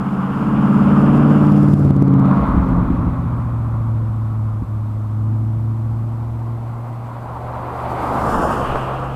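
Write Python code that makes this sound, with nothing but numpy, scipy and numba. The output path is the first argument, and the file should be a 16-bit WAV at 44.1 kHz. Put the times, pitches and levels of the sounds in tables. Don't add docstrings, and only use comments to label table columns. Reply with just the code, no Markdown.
import sys
import numpy as np
from scipy import signal
from scipy.fft import rfft, irfft, next_fast_len
from scipy.io import wavfile
from scipy.ndimage import uniform_filter1d, map_coordinates
from numba import njit

SR = 44100
rng = np.random.default_rng(int(sys.argv[2]) if len(sys.argv) > 2 else 0)


def wrap_up_sound(samples):
    columns = np.atleast_2d(samples).T
    tamed = np.clip(columns, -1, 1)
    steps = np.round(tamed * 32767).astype(np.int16)
    wavfile.write(sys.argv[1], SR, steps)


N = 403515
T = np.arange(N) / SR

# multiple of the four-stroke cycle rate, relative_db
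COMING_NOTE = [(1, -33), (2, -30), (3, -32), (4, -29.5), (5, -16), (6, -14.5), (7, -10), (8, -0.5),
               (9, -17.5), (10, -7), (11, 3), (12, -1), (13, -2), (14, -17.5), (15, -12.5), (16, -6),
               (17, -11), (18, -13.5), (19, -18.5), (20, -20.5), (21, -25.5), (22, -36.5), (23, -23.5),
               (24, -30), (25, -27.5), (26, -32.5)]
PASSING_NOTE = [(1, -28.5), (2, -25.5), (3, -26.5), (4, -30.5), (5, -17), (6, -9), (7, -2.5), (8, 0.5),
                (9, -17), (10, -23), (11, 4), (12, -16), (13, -19), (14, -16), (15, -11), (16, -2.5),
                (17, -30.5), (18, -20), (19, -11), (20, -35.5), (21, -32), (22, -32), (23, -28), (24, -35),
                (25, -35), (26, -16.5)]
COASTING_NOTE = [(1, -48.5), (2, -31), (3, -24.5), (4, -16), (5, -15), (6, -14.5), (7, -14.5), (8, -0.5),
                 (9, -26), (10, -18.5), (11, -12.5), (12, -27.5), (13, -28), (14, -19), (15, -18),
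                 (16, -21), (17, -16), (18, -29.5), (19, -29.5), (20, -33.5), (21, -28.5), (22, -34),
                 (23, -33), (24, -33), (25, -40.5), (26, -36)]
LEAVING_NOTE = [(1, -48.5), (2, -39), (3, -28), (4, -30.5), (5, -14), (6, -33.5), (7, -32), (8, 0),
                (9, -21), (10, -18.5), (11, -38), (12, -25), (13, -29.5), (14, -27.5), (15, -31.5),
                (16, -15.5), (17, -31.5), (18, -29), (19, -25.5), (20, -30.5), (21, -34), (22, -26.5),
                (23, -35), (24, -24), (25, -42.5), (26, -41)]
# time_s, position among the four notes (held within 0 to 3), firing_note_over_throb_db
TIMBRE = [(0, -3, -8), (1.3, 0, -2.5), (1.85, 1.9, 0.5), (2.45, -0.35, -2), (3, 2, -3.5), (3.8, 2.5, 8),
          (4.5, 2.5, 10.5), (5.3, 3, 11), (6.5, 3.5, 11.5), (7.5, 2, 11)]
# pitch_hz, width_hz, relative_db
PIPE_RINGS = [(60, 17, 3), (100, 11, -3), (132, 17, -15), (175, 21, -2), (247, 30, -6.5)]
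# start_s, peak_db
FUEL_POPS = [(2.52, -16), (2.575, -4), (2.644, -10), (2.718, -11), (2.827, -12.5), (2.885, -20),
             (2.902, -7), (2.917, -14), (4.62, -11.5)]
# time_s, firing_rate_hz
FIRING_RATE = [(0, 136.5), (.45, 139.9), (1, 144.8), (1.6, 148), (1.79, 145.7), (1.9, 139.4), (2.4, 135.6),
               (2.85, 126.6), (3.3, 120.7), (3.7, 113.2), (4.55, 107.8), (5.1, 106.8), (5.4, 109.8),
               (6, 112.7), (6.9, 117.5), (7.6, 120.3), (8.4, 125), (9.15, 132)]
# time_s, throb_level_at_nearest_point_db
ENGINE_EFFORT = [(0, -3.5), (.25, -4), (.6, -0.5), (1.3, 4), (1.85, 3), (2.2, 1.5), (2.45, -12), (3, -6.5),
                 (4.5, -8.5), (4.8, -9.5), (5.08, -9.5), (5.3, -5), (6.5, -8.5), (7.1, -13), (7.8, -14.5),
                 (9.15, -8)]
# middle_s, surge_db
HARD_BANGS = [(1.521, 10), (1.739, 16), (1.908, 14.5), (2.024, 15)]

TYRE_EDGES = [380, 800, 1800, 4000, 15500]
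# pitch_hz, relative_db_per_hz
V8_FRONT_COLOUR = [(380, -1.5), (450, -3.5), (610, -8), (760, -4), (1000, -2), (1280, -1), (1820, -18),
                   (2300, -21.5), (2810, -24), (4000, -37), (5200, -37.5), (6200, -42.5), (7200, -40.5),
                   (12000, -45), (15000, -54.5)]
V8_REAR_COLOUR = [(380, -7.5), (570, -2), (700, -5.5), (900, -4.5), (1120, -1), (1360, -8), (1740, -23),
                  (2400, -28.5), (2800, -36), (3300, -38), (4400, -41.5), (5300, -49), (15000, -55.5)]
CAR_FRONT_COLOUR = [(380, -11), (570, -6.5), (800, -2.5), (1020, -1.5), (1380, -11), (1740, -24),
                    (2000, -22), (2800, -32.5), (3600, -38), (4600, -34), (5400, -42), (9000, -40.5),
                    (15000, -44.5)]
CAR_REAR_COLOUR = [(380, -14), (450, -8.5), (660, -9.5), (1170, -3.5), (1600, -15), (2200, -30.5),
                   (2850, -27.5), (3400, -32.5), (4000, -39), (5400, -31), (6200, -37), (7200, -32.5),
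                   (9200, -35.5), (15000, -46)]
# level_abreast_db, horn_gain_along_road_db, rearward_bias_db
V8_TYRE_BANDS = [(-15, 4, -2.5), (-17.5, 10, -2.5), (-32.5, 7.5, -4), (-37, -4.4, -5.5)]
CAR_TYRE_BANDS = [(-24, 11.03, -.3), (-23, 10.6, -0.5), (-42.5, 14.3, 1.6), (-46, 3, -0.5)]
# pitch_hz, relative_db_per_hz
RUMBLE_COLOUR = [(25, -12), (60, -8), (130, -2), (260, -1), (370, -3), (450, -20.5), (700, -53)]
# middle_s, level_db
AIR_PUSHES = [(8.33, -27), (8.72, -27)]
# start_s, peak_db, pitch_hz, width_hz
GRIT_TICKS = [(2.689, -38, 9500, 7020), (8.758, -5, 750, 900)]
# pitch_hz, relative_db_per_hz
FIELD_COLOUR = [(25, 4), (60, 3.5), (130, 2), (300, -3.5), (450, -8), (1000, -9.5), (1800, -27.5),
                (3500, -32), (5500, -37.5), (7400, -38.5), (7850, -33.5), (8300, -38.5), (15000, -39)]

CYLINDERS = 8
PHASE_WAVER = .18
STUMBLE_S, STUMBLE_WIDTH_S, STUMBLE_DEPTH = 4.648, 0.037, 0.95
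LIFT_S, OVERRUN_S, OVERRUN_ATTACK_S, OVERRUN_RELEASE_S, OVERRUN_DB = 2.333, .6, 0.23, 0.3, -4.5
UNEVEN_DB = -22
STRONG_FIRING_S, SURGE_DB, SURGE_CENTRE_S, SURGE_SPREAD_S = 1.908, 9, 1.87, 0.47
V8_PASS_S, V8_SWING_S = 1.78, .25
CAR_PASS_S, CAR_SWING_S = 8.394, 0.2
CAR_HZ, CAR_MACH, CAR_ENGINE_DB, CAR_RUMBLE_DB = 65.7, .105, -30, -22
GUST_WIDTH_S = 0.083
SCREEN_DB, SCREEN_WIDTH_S = -10, 0.18
FIELD_DB = -40.5
GAIN_TOP_DB, GAIN_WINDOW_S = -11.5, .16
LIMITER_RELEASE_S, TOP_HZ = .04, 15200


def v8(gas_pulse=0.14, near_s=1.88, near_width_s=0.65, surge_hz=130, surge_push=0.96):
    firing_hz, = curves(FIRING_RATE)
    effort = undb(curves(ENGINE_EFFORT)[0])
    position, note_db = curves(TIMBRE)
    far, bearing = passing(V8_PASS_S, V8_SWING_S)
    cycle = np.cumsum(firing_hz) / SR / CYLINDERS
    cycle = cycle - np.interp(STRONG_FIRING_S, T, cycle)

    near = np.exp(-((T - near_s) / near_width_s) ** 2)
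    gas_beat = 1 + gas_pulse * near * np.cos(2 * np.pi * CYLINDERS * cycle)
    road = gas_beat * tyres(V8_TYRE_BANDS, V8_FRONT_COLOUR, V8_REAR_COLOUR, far, bearing,
                            falloff_db=32, flicker_db=1.02, turn_bearing=0.37, turn_width=.35)

    surge, cracks = hard_firings(cycle, firing_hz)
    note = exhaust(cycle, position, note_db)
    extra = (note + surge_push) * surge
    extra = extra - uniform_filter1d(extra, int(SR / surge_hz))
    load = effort * np.hypot(1, undb(note_db))
    tailpipe = effort * (note + extra + cracks) + burble(cycle, load)
    road = ground_echo(road, -bearing, lag_s=0.00046, sweep=.1, share=0.19)
    return tailpipe / 10 ** far + pops() + road


def exhaust(cycle, position, note_db, bank_lag=.021, waver_db=2.0):
    tables = (COMING_NOTE, PASSING_NOTE, COASTING_NOTE, LEAVING_NOTE)
    notes = undb([np.array(table)[:, 1] for table in tables])
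    without_firing = np.delete(notes, CYLINDERS - 1, axis=1)
    shares = notes / np.linalg.norm(without_firing, axis=1, keepdims=True)
    bank = np.array([0, 1, 0, 0, 1, 0, 1, 1])
    arrivals = np.arange(CYLINDERS) / CYLINDERS + bank_lag * (bank - .5)
    states = np.arange(len(notes))
    note, throb = 0, rasp(cycle)
    for k in range(1, notes.shape[1] + 1):
        turn = 2 * np.pi * k * cycle
        if k % CYLINDERS == 0:
            note = note + np.interp(position, states, notes[:, k - 1]) * np.cos(turn)
        else:
            offset = np.angle(np.exp(-2j * np.pi * k * arrivals).sum())
            size = np.interp(position, states, shares[:, k - 1])
            size = size * (1 + (undb(waver_db) - 1) * walk(9))
            throb = throb + size * np.cos(turn + offset + PHASE_WAVER * walk(14))
    firing = 1 - min(STUMBLE_DEPTH, 1) * np.exp(-((T - STUMBLE_S) / STUMBLE_WIDTH_S) ** 2)
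    return np.sqrt(2) * firing * (note * undb(note_db + 0.65 * walk(13)) + throb)


def rasp(cycle, rasp_db=-19, firing_db=7, near_s=1.31, near_width_s=0.72):
    k = np.arange(24, 36)
    turn = np.linspace(0, 1, 2048)
    waves = np.cos(2 * np.pi * (np.outer(k, turn) + rng.random((len(k), 1))))
    shape = undb(firing_db * (k % CYLINDERS == 0)) @ waves
    near = np.exp(-((T - near_s) / near_width_s) ** 2)
    return unit(np.interp(cycle % 1, turn, shape)) * undb(rasp_db + 1.2 * walk(6.1)) * near


def hard_firings(cycle, firing_hz, width_s=0.0019, crack_s=0.0021, crack_db=-33, scatter_db=1.0):
    off_s = (cycle - np.round(cycle)) * CYLINDERS / firing_hz
    swing = np.exp(-((T - SURGE_CENTRE_S) / SURGE_SPREAD_S) ** 2)
    surge_db = (SURGE_DB + scatter_db * walk(17)) * swing
    for s, db in HARD_BANGS:
        this_cycle = np.round(cycle) == np.round(cycle[int(s * SR)])
        surge_db = np.where(this_cycle, db, surge_db)
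        off_s = np.where(this_cycle, T - s, off_s)
    size = np.abs(undb(surge_db) - 1)
    crackle = noise([(2000, 7.5), (6000, 0.0), (15000, -6.0)], 1500, TOP_HZ)
    cracks = size ** .7 * np.exp(-(off_s / crack_s) ** 2) * crackle
    return size * np.exp(-(off_s / width_s) ** 2), cracks * undb(crack_db)


def burble(cycle, load):
    since = T - LIFT_S
    attack = np.clip(since / OVERRUN_ATTACK_S, 0, 1)
    overrun = attack * np.exp(-np.maximum(since - OVERRUN_S, 0) / OVERRUN_RELEASE_S)
    count = np.floor(CYLINDERS * cycle)
    firings = np.diff(count, prepend=count[0]) * rng.standard_normal(N)
    return unit(pipe(firings)) * (load * undb(UNEVEN_DB) + overrun * undb(OVERRUN_DB))


def pops():
    pulses = np.zeros(N)
    for s, db in FUEL_POPS:
        pulses[int(s * SR)] = undb(db)
    return pipe(pulses) / np.abs(pipe(signal.unit_impulse(SR))).max()


def pipe(pulses, muffler_hz=320):
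    ringing = sum(undb(db) * ring(pulses, hz, width) for hz, width, db in PIPE_RINGS)
    return lowpass(ringing, muffler_hz, order=6)


def tyres(bands, front, rear, far, bearing, falloff_db, flicker_db, turn_bearing, turn_width):
    behind = .5 + .5 * np.tanh((bearing - turn_bearing) / turn_width)
    out = 0
    for lo, hi, (db, horn_db, rear_db) in zip(TYRE_EDGES, TYRE_EDGES[1:], bands):
        band = np.sqrt(1 - behind) * noise(front, lo, hi) + np.sqrt(behind) * noise(rear, lo, hi)
        beam_db = horn_db * bearing ** 2 + rear_db * bearing
        out = out + band * undb(db - falloff_db * far + beam_db + flicker_db * walk(35))
    return out


def second_car(engine_falloff_db=14, rumble_falloff_db=24):
    far, bearing = passing(CAR_PASS_S, CAR_SWING_S)
    hz = CAR_HZ / (1 + CAR_MACH * bearing)
    engine = np.sqrt(2) * np.sin(2 * np.pi * np.cumsum(hz) / SR)
    engine = engine * undb(CAR_ENGINE_DB - engine_falloff_db * far + 1.5 * walk(8.7))
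    rumble = noise(RUMBLE_COLOUR) * undb(CAR_RUMBLE_DB - rumble_falloff_db * far)
    gusts = sum(undb(db) * np.exp(-((T - s) / GUST_WIDTH_S) ** 2) for s, db in AIR_PUSHES)
    wake = unit(lowpass(rng.standard_normal(N), 12)) * gusts
    road = tyres(CAR_TYRE_BANDS, CAR_FRONT_COLOUR, CAR_REAR_COLOUR, far, bearing,
                 falloff_db=31.0, flicker_db=1.28, turn_bearing=-0.54, turn_width=.25)
    road = ground_echo(road, bearing, lag_s=0.000496, sweep=0.12, share=0.28)
    return engine + rumble + wake + road


def passing(pass_s, swing_s):
    along = (T - pass_s) / swing_s
    distance = np.hypot(1, along)
    return np.log10(distance), along / distance


def ground_echo(x, facing, lag_s=0.00046, sweep=.16, share=.35, smooth_hz=2200):
    delay_s = lag_s * (1 + sweep * facing)
    echo = map_coordinates(x, [(T - delay_s) * SR], order=3, mode="nearest")
    echo = echo - uniform_filter1d(echo, int(SR / smooth_hz))
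    return x - share * (1 + facing) / 2 * echo


def grit():
    out = 0
    for s, db, hz, width in GRIT_TICKS:
        click = lowpass(signal.unit_impulse(N, int(s * SR)), min(1.1 * hz, TOP_HZ))
        tick = ring(click, hz, width)
        out = out - undb(db) * tick / np.abs(tick).max()
    return out


def field(hiss_db=-72):
    far = noise(FIELD_COLOUR) * undb(FIELD_DB)
    hiss_colour = [(1000, -14.0), (5000, 6), (15000, -1.5)]
    hiss = np.array([noise(hiss_colour, 30, TOP_HZ) for _ in range(2)])
    return far + undb(hiss_db) * hiss


def undb(db):
    return 10 ** (np.asarray(db) / 20)


def unit(x):
    return x / np.sqrt(np.mean(x ** 2))


def curves(rows):
    s, *columns = np.transpose(rows)
    return [np.interp(T, s, c) for c in columns]


def walk(rate):
    count = int(T[-1] * rate) + 2
    return np.sqrt(3 / 2) * np.interp(T * rate, np.arange(count), rng.standard_normal(count))


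def noise(points, lo=15, hi=SR / 2):
    size = next_fast_len(N, True)
    f = np.arange(1, size // 2 + 2) * SR / size
    hz, db = np.transpose(points)
    colour = undb(np.interp(np.log(f), np.log(hz), db))
    gain = colour / np.sqrt((1 + (lo / f) ** 20) * (1 + (f / hi) ** 20))
    return unit(irfft(rfft(rng.standard_normal(size)) * gain)[:N])


def ring(x, hz, width):
    return signal.lfilter(*signal.iirpeak(hz, hz / width, fs=SR), x)


def lowpass(x, hz, order=2):
    return signal.sosfilt(signal.butter(order, hz, fs=SR, output="sos"), x)


def highpass(x, hz, order=3):
    return signal.sosfilt(signal.butter(order, hz, "high", fs=SR, output="sos"), x)


def microphones(x, treble_db=-11, split_hz=3800):
    side = undb(treble_db) * highpass(np.roll(x, SR // 100), split_hz, order=4)
    return x + side * np.array([[1], [-1]])


def scene():
    screen = undb(SCREEN_DB * np.exp(-((T - CAR_PASS_S) / SCREEN_WIDTH_S) ** 2))
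    return microphones(v8() * screen + second_car() + grit()) + field()


def gain_control(x):
    mean = uniform_filter1d(np.abs(x).mean(axis=0), int(GAIN_WINDOW_S * SR))
    over = mean / undb(GAIN_TOP_DB)
    return x / np.sqrt(np.hypot(1, over ** 2))


@njit
def peak_hold(x, attack, release):
    out, held = np.empty(len(x)), 1.
    for i in range(len(x)):
        over = max(x[i], 1.)
        held += (over - held) * (attack if over > held else release)
        out[i] = held
    return out


def record(dry, attack_s=0.000067):
    held = gain_control(dry)
    attack, release = min(1 / (attack_s * SR), 1.), 1 / (LIMITER_RELEASE_S * SR)
    limited = held / peak_hold(np.abs(held).max(axis=0), attack, release)
    rounded = limited / (1 + limited ** 10) ** (1 / 10)
    return signal.sosfilt(signal.ellip(10, .2, 80, TOP_HZ, fs=SR, output="sos"), rounded)


dry = scene()
out = record(dry)
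wrap_up_sound(out)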